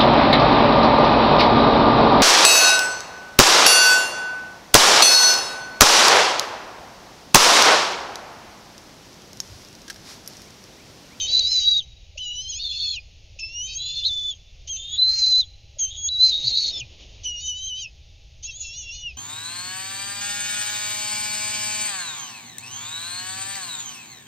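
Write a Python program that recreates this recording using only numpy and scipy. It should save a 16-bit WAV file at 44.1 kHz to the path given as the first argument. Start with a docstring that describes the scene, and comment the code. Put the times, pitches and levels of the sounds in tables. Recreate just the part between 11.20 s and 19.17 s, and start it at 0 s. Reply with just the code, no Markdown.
"""A shrill eagle scream opens, with a wing flap and a twig snap as an adult settles on the nest.
The young bald eagle screams seven times in all; during the fifth the adult flies off with low thumps.
Each scream comes from the two sides of the syrinx, which beat together and at times break into a rasp.
Low wind, faint hiss and a distant songbird lie underneath, all heard through a narrow-band mono mic."""
import sys
import numpy as np
from scipy import signal
from scipy.fft import rfft, irfft, next_fast_len
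from scipy.io import wavfile
from scipy.ndimage import uniform_filter1d, minimum_filter1d, map_coordinates

SR = 44100
rng = np.random.default_rng(int(sys.argv[2]) if len(sys.argv) > 2 else 0)


def transcribe(signal):
    """Save signal, clipped to [-1, 1], as a 16-bit WAV file at the path in sys.argv[1]."""
    frames = np.atleast_2d(signal).T
    limited = np.clip(frames, -1, 1)
    pcm = np.round(limited * 32767).astype(np.int16)
    wavfile.write(sys.argv[1], SR, pcm)


N = 351477
TIME = np.arange(N) / SR


def amp(db):
    """Decibels to gain."""
    return 10 ** (np.asarray(db) / 20)


def unit(x):
    """Scale to rms 1."""
    return x / np.sqrt(np.mean(x ** 2))


def bell(x, middle, half_width):
    """A bell curve with a peak of 1."""
    return np.exp(-np.minimum(((x - middle) / half_width) ** 2, 20))


def swell(middle_s, half_s):
    """A bell-shaped fade in and out."""
    return bell(TIME, middle_s, half_s)


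def curves(rows):
    """One automation curve for each column after the time."""
    times, *columns = np.transpose(rows)
    return [np.interp(TIME, times, column) for column in columns]


def held(spans, rows):
    """Each row's values hold through its span, then glide to the next."""
    return curves([(t, *row) for span, row in zip(spans, rows) for t in span])


def wobble(rate):
    """A smooth random modulator, rate knots a second."""
    return map_coordinates(rng.standard_normal(int(N * rate / SR) + 4), [TIME * rate])


def phasor(hz):
    """A complex oscillator that follows a pitch curve."""
    return np.exp(2j * np.pi * np.cumsum(hz) / SR)


def filtered(x, response):
    """EQ x with a gain that is a function of frequency."""
    size = next_fast_len(N + SR // 2)
    return irfft(rfft(x, size) * response(np.fft.rfftfreq(size, 1 / SR)), size)[:N]


def noise(spectrum):
    """Noise of rms 1, coloured by rows of f/Hz, level/dB."""
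    f, db = np.transpose(spectrum)
    colour = lambda hz: amp(np.interp(np.log(hz + 1), np.log(f), db))
    return unit(filtered(rng.standard_normal(N), colour))


def noise_band(centre_hz, half_width_hz):
    """A bell-shaped band of noise of rms 1."""
    return unit(filtered(rng.standard_normal(N), lambda hz: bell(hz, centre_hz, half_width_hz)))


# colour of the wind and leaf bed: f/Hz, relative level/dB
WIND_COLOUR = [(25, -1.5), (75, 0.5), (120, -9), (220, -30), (650, -28.5), (1000, -43), (1600, -44),
               (2700, -24), (6800, -32)]
def wind():
    """Wind rumble and leaf hiss, with a faint whine that comes and goes."""
    whine = amp(-78 + 4 * np.tanh(wobble(1))) * np.sin(2 * np.pi * 810 * TIME)
    return amp(-46 + 1.3 * wobble(3.1)) * noise(WIND_COLOUR) + whine


def songbird(chirps_per_s=12, pitch_hz=3640, rise_hz=400):
    """A small bird far off sings two runs of quick rising chirps."""
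    cycle = (TIME * chirps_per_s + .25 * wobble(7)) % 1
    tone = phasor(pitch_hz + rise_hz * (cycle - .5)).imag
    gate = np.maximum(-np.cos(2 * np.pi * cycle), 0)
    runs = swell(3.35, .17) + swell(6.9, .17)
    return amp(-57.5) * runs * gate * tone


def sticks():
    """A twig snaps under the landing adult; later the nest rustles faintly."""
    snap = amp(-19) * swell(.195, .002) * noise(BRIGHT_COLOUR)
    scrape = noise_band(1900, 880)
    return snap + amp(-54.5 + 1.6 * wobble(70)) * swell(3.928, .16) * scrape


# the adult's wing strokes: t/s, half length/s, level/dB
WING_STROKES = [(0.14, 0.12, -37.5), (5.115, 0.028, -47.5), (5.26, 0.15, -43), (5.53, 0.09, -43),
                (5.856, 0.29, -47.5)]
# low pushes of air at take-off: t/s, f/Hz, peak level/dB
WING_THUMPS = [(5.266, 124.3, -35.5), (5.629, 124, -40.5)]
# colour of the feather whoosh: f/Hz, relative level/dB
FEATHER_COLOUR = [(110, -17), (550, -16), (1500, -37), (3000, -12.5), (5000, -22.5)]
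def wings():
    """Each stroke gives a fluttering whoosh; the take-off also sends low thumps of air."""
    strokes = sum(amp(db) * swell(t, half_s) for t, half_s, db in WING_STROKES)
    thumps = sum(amp(db) * swell(t, .024) * np.sin(2 * np.pi * hz * (TIME - t))
                 for t, hz, db in WING_THUMPS)
    whoosh = unit(amp(2 * wobble(35)) * noise(FEATHER_COLOUR))
    return strokes * whoosh + thumps


def woodland_echo(x, t60_s, wet_db):
    """The nest and the trees scatter a thin reverb tail."""
    tail = rng.standard_normal(SR) * amp(-60 * TIME[:SR] / t60_s)
    return amp(wet_db) * signal.fftconvolve(x, tail / np.linalg.norm(tail))[:N]


# puff cues, just ahead of four of the screams: t/s
PUFF_CUES = [.963, 2.167, 3.461, 4.572]
def throat_puffs():
    """A short hollow puff as the throat opens."""
    return amp(-52.5) * noise_band(580, 67) * sum(swell(t, .0065) for t in PUFF_CUES)


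def turbulence(hz):
    """A band of noise of rms 1, about a kilohertz wide, that tracks a pitch."""
    return unit(((wobble(1100) + 1j * wobble(1100)) * phasor(hz)).imag)


def notched(x, hz, half_width_hz):
    """x with a notch that tracks a pitch."""
    carrier = phasor(hz)
    band = lambda wave: wave * filtered(x * wave, lambda f: bell(f, 0, half_width_hz))
    return x - 2 * (band(carrier.real) + band(carrier.imag))


def air_flow_db(pitch_hz, db_per_hz=.0425, unity_hz=3843, lag_s=.074):
    """A higher pitch takes more air; the flow builds up with a lag but drops at once."""
    target_db = db_per_hz * (pitch_hz - unity_hz)
    pole = np.exp(-1 / (lag_s * SR))
    return np.minimum(target_db, signal.lfilter([1 - pole], [1, -pole], target_db))


# bright colour of the breath, also used for the twig snap: f/Hz, relative level/dB
BRIGHT_COLOUR = [(1500, -53.5), (2050, -5.5), (3000, 3), (4500, 5.5), (5400, 4), (6500, 15), (7000, 6),
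                 (7500, -42.5)]
def breath(pitch_hz, hiss_db, beating, spans):
    """Rushing air, chopped into a buzz by the beat between the two sides of the syrinx."""
    flutter = amp(-5.5 + 2.2 * wobble(130) + 1.8 * wobble(30))
    rush = amp(hiss_db + air_flow_db(pitch_hz)) * flutter * beating
    skirt = amp(-2.5) * turbulence(pitch_hz + 605)  # membrane turbulence rides above the note
    hiss = notched(rush * (skirt + noise(BRIGHT_COLOUR)), pitch_hz - 456, half_width_hz=850)
    # the first scream is already under way; the others start with a burst of air
    bursts = sum(swell(start + .006, .012) for start, _ in spans[1:])
    return hiss + amp(-39) * bursts * noise(BRIGHT_COLOUR)


def overtones(a, b, pitch_hz, beat_hz, beak_hz):
    """The closing airway adds the octaves and sum tone of sides a and b; they ring in the beak."""
    tones = 0
    for k, partial in enumerate((a * a, a * b, b * b)):
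        beak_db = 10.5 * (bell(2 * pitch_hz + k * beat_hz, beak_hz, half_width=554) - 1)
        flicker_db = 8 * np.tanh(wobble(22))
        tones += partial.imag * amp(beak_db + flicker_db)
    return tones


def sidebands(a, b):
    """The beat between sides a and b throws a ladder of blurred, flickering sidebands."""
    beat = np.exp(1j * (np.angle(b / a) + .5 * wobble(400)))
    ladder = amp(-8.5) * beat + amp(-14.5) * beat ** 2 + amp(-7.5) / beat ** 2
    return (abs(a) * b * ladder).imag * amp(8 * np.tanh(wobble(20)) - 1.5)


def throat(x, cutoff_hz=2462, db_per_hz=1.6):
    """The throat passes little below its cutoff."""
    return filtered(x, lambda hz: amp(-np.clip(db_per_hz * (cutoff_hz - hz), 0, 40)))


def envelopes(spans, release_s=.011, bloom_s=.01, fade_s=.019):
    """Air starts at once and dies quickly; overtones bloom after the attack and fade at the end."""
    blowing = sum((TIME >= start) * np.exp(-np.clip((TIME - end) / release_s, 0, 20))
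                  for start, end in spans)
    bloom = 1 - sum((TIME >= start) * np.exp(-abs(TIME - start) / bloom_s) for start, _ in spans)
    fade = 1 - sum(swell(end, fade_s) for _, end in spans)
    return uniform_filter1d(blowing, size=250), bloom * fade


def cracks(calls, spans, leap_hz=415):
    """Brief rasp where the voice cracks: as it starts, stops and leaps up in pitch."""
    leaps = [t for call in calls for (t, before, _), (_, after, _) in zip(call, call[1:])
             if after - before > leap_hz]
    return .45 * (sum(swell(t, .018) for t in np.ravel(spans)) + sum(swell(t, .009) for t in leaps))


# trill cues: t/s
TRILL_CUES = [0.999, 1.111, 4.61, 6.067, 6.279, 6.474]
def trill_hz(rate_hz=55, depth_hz=75.4):
    """The pitch swing as the voice shakes in short, quick trills."""
    envelope = sum(swell(t, .018) for t in TRILL_CUES)
    return depth_hz * envelope * np.sin(2 * np.pi * rate_hz * TIME + wobble(20))


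# spells of two-note voice: start/s, end/s, offset from the leading side/Hz, level/dB, rasp/0-1
SECOND_SIDE_SPELLS = [(-.02, 0.068, -640, -32, 0), (0.084, 0.269, 630, -31.5, 0.066),
                      (0.274, 0.348, 1149.5, -31.5, 0.049), (0.362, 0.576, 780, -32.5, 0.02),
                      (1.007, 1.385, 1000, -45, 0.015), (1.39, 1.589, 751, -32.5, 0.25),
                      (1.602, 1.753, 849.5, -27.5, 0.11), (2.465, 2.546, 680, -40.5, 0.013),
                      (2.581, 2.719, 630, -33.5, .09), (2.738, 2.81, 699, -31.5, 0.19),
                      (2.85, 2.89, 350, -22, 0.1), (3.572, 3.78, 392.5, -38.5, 0.056),
                      (3.89, 4.1, 679.5, -56, .04), (4.706, 4.778, 399.5, -44.5, 0.45),
                      (5.045, 5.118, 651, -36.5, 0.067), (5.132, 5.234, 449.5, -39.5, 0.49),
                      (5.241, 5.509, 449, -26, 0.3), (5.526, 5.601, 1791, -37, 0.096),
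                      (6.199, 6.303, 760, -47, 0.0032), (6.36, 6.494, 821.5, -44.5, 0),
                      (6.558, 6.626, 821, -45, 0.017), (7.239, 7.835, 628.5, -51, 0.024)]
def second_side(glide_s=.04, jump_hz=830, edge_s=.0087, idle_db=-61):
    """Presence 0-1, beat rate, level and rasp of the second side, which idles between spells."""
    spans = [row[:2] for row in SECOND_SIDE_SPELLS]
    beat_hz, db, rasp = held(spans, [row[2:] for row in SECOND_SIDE_SPELLS])
    # it slides over small pitch steps and jumps wide ones
    window = int(glide_s * SR)
    step_hz = -minimum_filter1d(-beat_hz, size=window) - minimum_filter1d(beat_hz, size=window)
    beat_hz = np.where(step_hz > jump_hz, beat_hz, uniform_filter1d(beat_hz, size=window))
    joined = sum(np.tanh((TIME - start) / edge_s) - np.tanh((TIME - end) / edge_s)
                 for start, end in spans) / 2
    return joined, beat_hz, 20 * np.log10(joined * amp(db) + amp(idle_db)), joined * rasp


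def membrane(pitch_hz, db, rasp, waver_hz, jitter_hz, shimmer_db):
    """One side of the syrinx as a phasor; in a rasp its strength and phase tumble."""
    hz = pitch_hz + waver_hz * wobble(60) + jitter_hz * wobble(900)
    chaos = np.sqrt(rasp / 2) * (wobble(400) + 1j * wobble(400))
    strength = amp(db + shimmer_db * np.tanh(wobble(80)))
    return strength * (np.sqrt(1 - rasp) + chaos) * phasor(hz)


# leading side of the syrinx, one contour per scream up to its closing fall: t/s, f/Hz, base level/dB
SCREAM_CONTOURS = [
    [(0.0, 3791, -32), (0.06, 3690, -34), (0.1, 3910, -27.5), (0.165, 4004, -13), (0.194, 4066, -16.5),
     (0.21, 3827, -24), (0.315, 4088, -20.5), (0.45, 3850, -20.5), (0.48, 3845, -14.5), (0.53, 3904, -18.5),
     (0.595, 3763, -19)],
    [(0.975, 2704, -32.5), (1.0, 3053, -30), (1.08, 2896, -32.5), (1.2, 2969, -32), (1.23, 3170, -42.5),
     (1.27, 3080, -36), (1.305, 3351, -40), (1.333, 2987, -34.5), (1.38, 3410, -40), (1.424, 3720, -28.5),
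     (1.493, 3450, -32.5), (1.6, 3550, -30.5), (1.738, 3384, -32)],
    [(2.19, 2679, -33.5), (2.223, 2658, -42), (2.235, 2640, -27.5), (2.275, 2649, -45),
     (2.412, 2945, -31.5), (2.46, 3123, -36), (2.55, 3154, -43), (2.6, 3330, -37), (2.74, 3527, -30.5),
     (2.843, 3520, -29.5), (2.872, 3974, -23), (2.897, 3502, -27), (3.1, 3501, -26.5)],
    [(3.474, 2986, -45), (3.505, 3256, -32.5), (3.545, 3093, -44), (3.695, 3270, -40.5),
     (3.735, 3424, -29.5), (3.768, 3395, -26), (3.79, 4074, -19), (3.83, 4015, -14), (3.955, 4177, -22),
     (4.052, 4007, -18), (4.1, 4141, -18.5), (4.145, 3940, -15), (4.181, 4092, -14.5), (4.208, 4004, -15.5)],
    [(4.588, 3312, -43.5), (4.62, 3200, -35.5), (4.67, 3105, -38), (4.73, 3328, -40.5),
     (4.886, 3324, -33.5), (4.889, 3958, -25.5), (4.975, 3900, -24), (5.03, 4093, -10.5), (5.1, 4065, -16),
     (5.124, 3753, -24), (5.245, 3784, -28), (5.281, 4098, -17.5), (5.325, 3708, -32.5),
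     (5.37, 4003, -22.5), (5.525, 3760, -34), (5.55, 3496, -30), (5.597, 3475, -33.5)],
    [(6.036, 2982, -45.5), (6.06, 3008, -29), (6.114, 2876, -31), (6.183, 2857, -34.5), (6.215, 2957, -42),
     (6.29, 3056, -29), (6.325, 2944, -32), (6.478, 3175, -35.5), (6.527, 2940, -28.5), (6.608, 3173, -36)],
    [(7.229, 2415, -75), (7.276, 2772, -39.5), (7.3, 2694, -32), (7.33, 2517, -67), (7.385, 2892, -65),
     (7.455, 2736, -37), (7.515, 2710, -44.5), (7.593, 2980, -45), (7.635, 2793, -43.5),
     (7.71, 2732, -36.5), (7.75, 2943, -45), (7.815, 2937, -40), (7.875, 2822, -29)],
]
# voicing of each scream: closing fall/Hz, fall length/s, base level after the fall/dB,
# base overtone gain/dB, base hiss level/dB, beak resonance/Hz
SCREAM_VOICING = [(638, 0.021, -40.5, -28, -35, 6140), (934, .052, -33.5, -32, -29.5, 6750),
                  (280, 0.037, -39, -30.5, -28, 6680), (647, .032, -41, -34.5, -40, 6450),
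                  (1047, .028, -31.5, -28.5, -36, 6430), (600, .058, -34, -31, -33, 6530),
                  (368, 0.051, -46.5, -33, -34, 6740)]
def screams():
    """The two membranes of the syrinx share one air stream, so each modulates the other."""
    # every scream ends in a falling slide as the pressure gives out
    calls = [[*call, (call[-1][0] + fall_s, call[-1][1] - fall_hz, end_db)]
             for call, (fall_hz, fall_s, end_db, *_) in zip(SCREAM_CONTOURS, SCREAM_VOICING)]
    spans = [(call[0][0], call[-1][0]) for call in calls]
    pitch_hz, db = curves(np.vstack(calls))
    pitch_hz = pitch_hz + trill_hz()
    overtone_db, hiss_db, beak_hz = held(spans, [row[3:] for row in SCREAM_VOICING])
    joined, beat_hz, second_db, spell_rasp = second_side()
    blowing, bloom = envelopes(spans)

    surges = amp(7 * wobble(35))
    rasp = np.clip(spell_rasp * surges + cracks(calls, spans), 0, 1)
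    strain = np.tanh(amp(db + 20)) + joined  # a forced voice quavers more
    lead = membrane(pitch_hz, db - .8, rasp,
                    waver_hz=10 * (1 + strain), jitter_hz=12, shimmer_db=1.93 + 1.1 * strain)
    second = membrane(pitch_hz + beat_hz, second_db, rasp, waver_hz=17, jitter_hz=35.9, shimmer_db=3.5)
    strength = np.hypot(abs(lead), abs(second))
    a, b = lead / strength, second / strength  # each side's share of the voice

    partials = overtones(a, b, pitch_hz, beat_hz, beak_hz) + sidebands(a, b)
    brightness = bloom * amp(overtone_db - 21 * spell_rasp)
    # a rasp dulls the partials and fills the gap between the two sides with noise
    grit = amp(-5.5) * np.sqrt(rasp) * strength * turbulence(pitch_hz + joined * beat_hz / 2)
    voice = throat(np.sqrt(2) * ((lead + second).imag + brightness * partials) + grit)
    leak_db = 2 * joined  # with both sides open, more air escapes
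    return blowing * (voice + breath(pitch_hz, hiss_db + leak_db, abs(a + b), spans))


def scene():
    """Mono mix: the young eagle and its echo up front, over wings, sticks, songbird and wind."""
    eaglet = screams()
    echo = woodland_echo(eaglet, t60_s=.88, wet_db=-29.5)
    mono = eaglet + echo + throat_puffs() + wings() + sticks() + songbird() + wind()
    return np.array([mono, mono])


def record(dry, treble_cut_hz=6885, hiss_top_hz=15700):
    """The nest camera's mic cuts the treble steeply; a trace of electronic hiss reaches above it."""
    narrow = filtered(dry[0], lambda hz: amp(-np.clip((hz - treble_cut_hz) / 4, 0, 100)))
    hiss = amp(-82) * rng.standard_normal(N)
    mono = filtered(narrow + hiss, lambda hz: hz < hiss_top_hz)
    return np.array([mono, mono])


dry = scene()
out = record(dry)
transcribe(out)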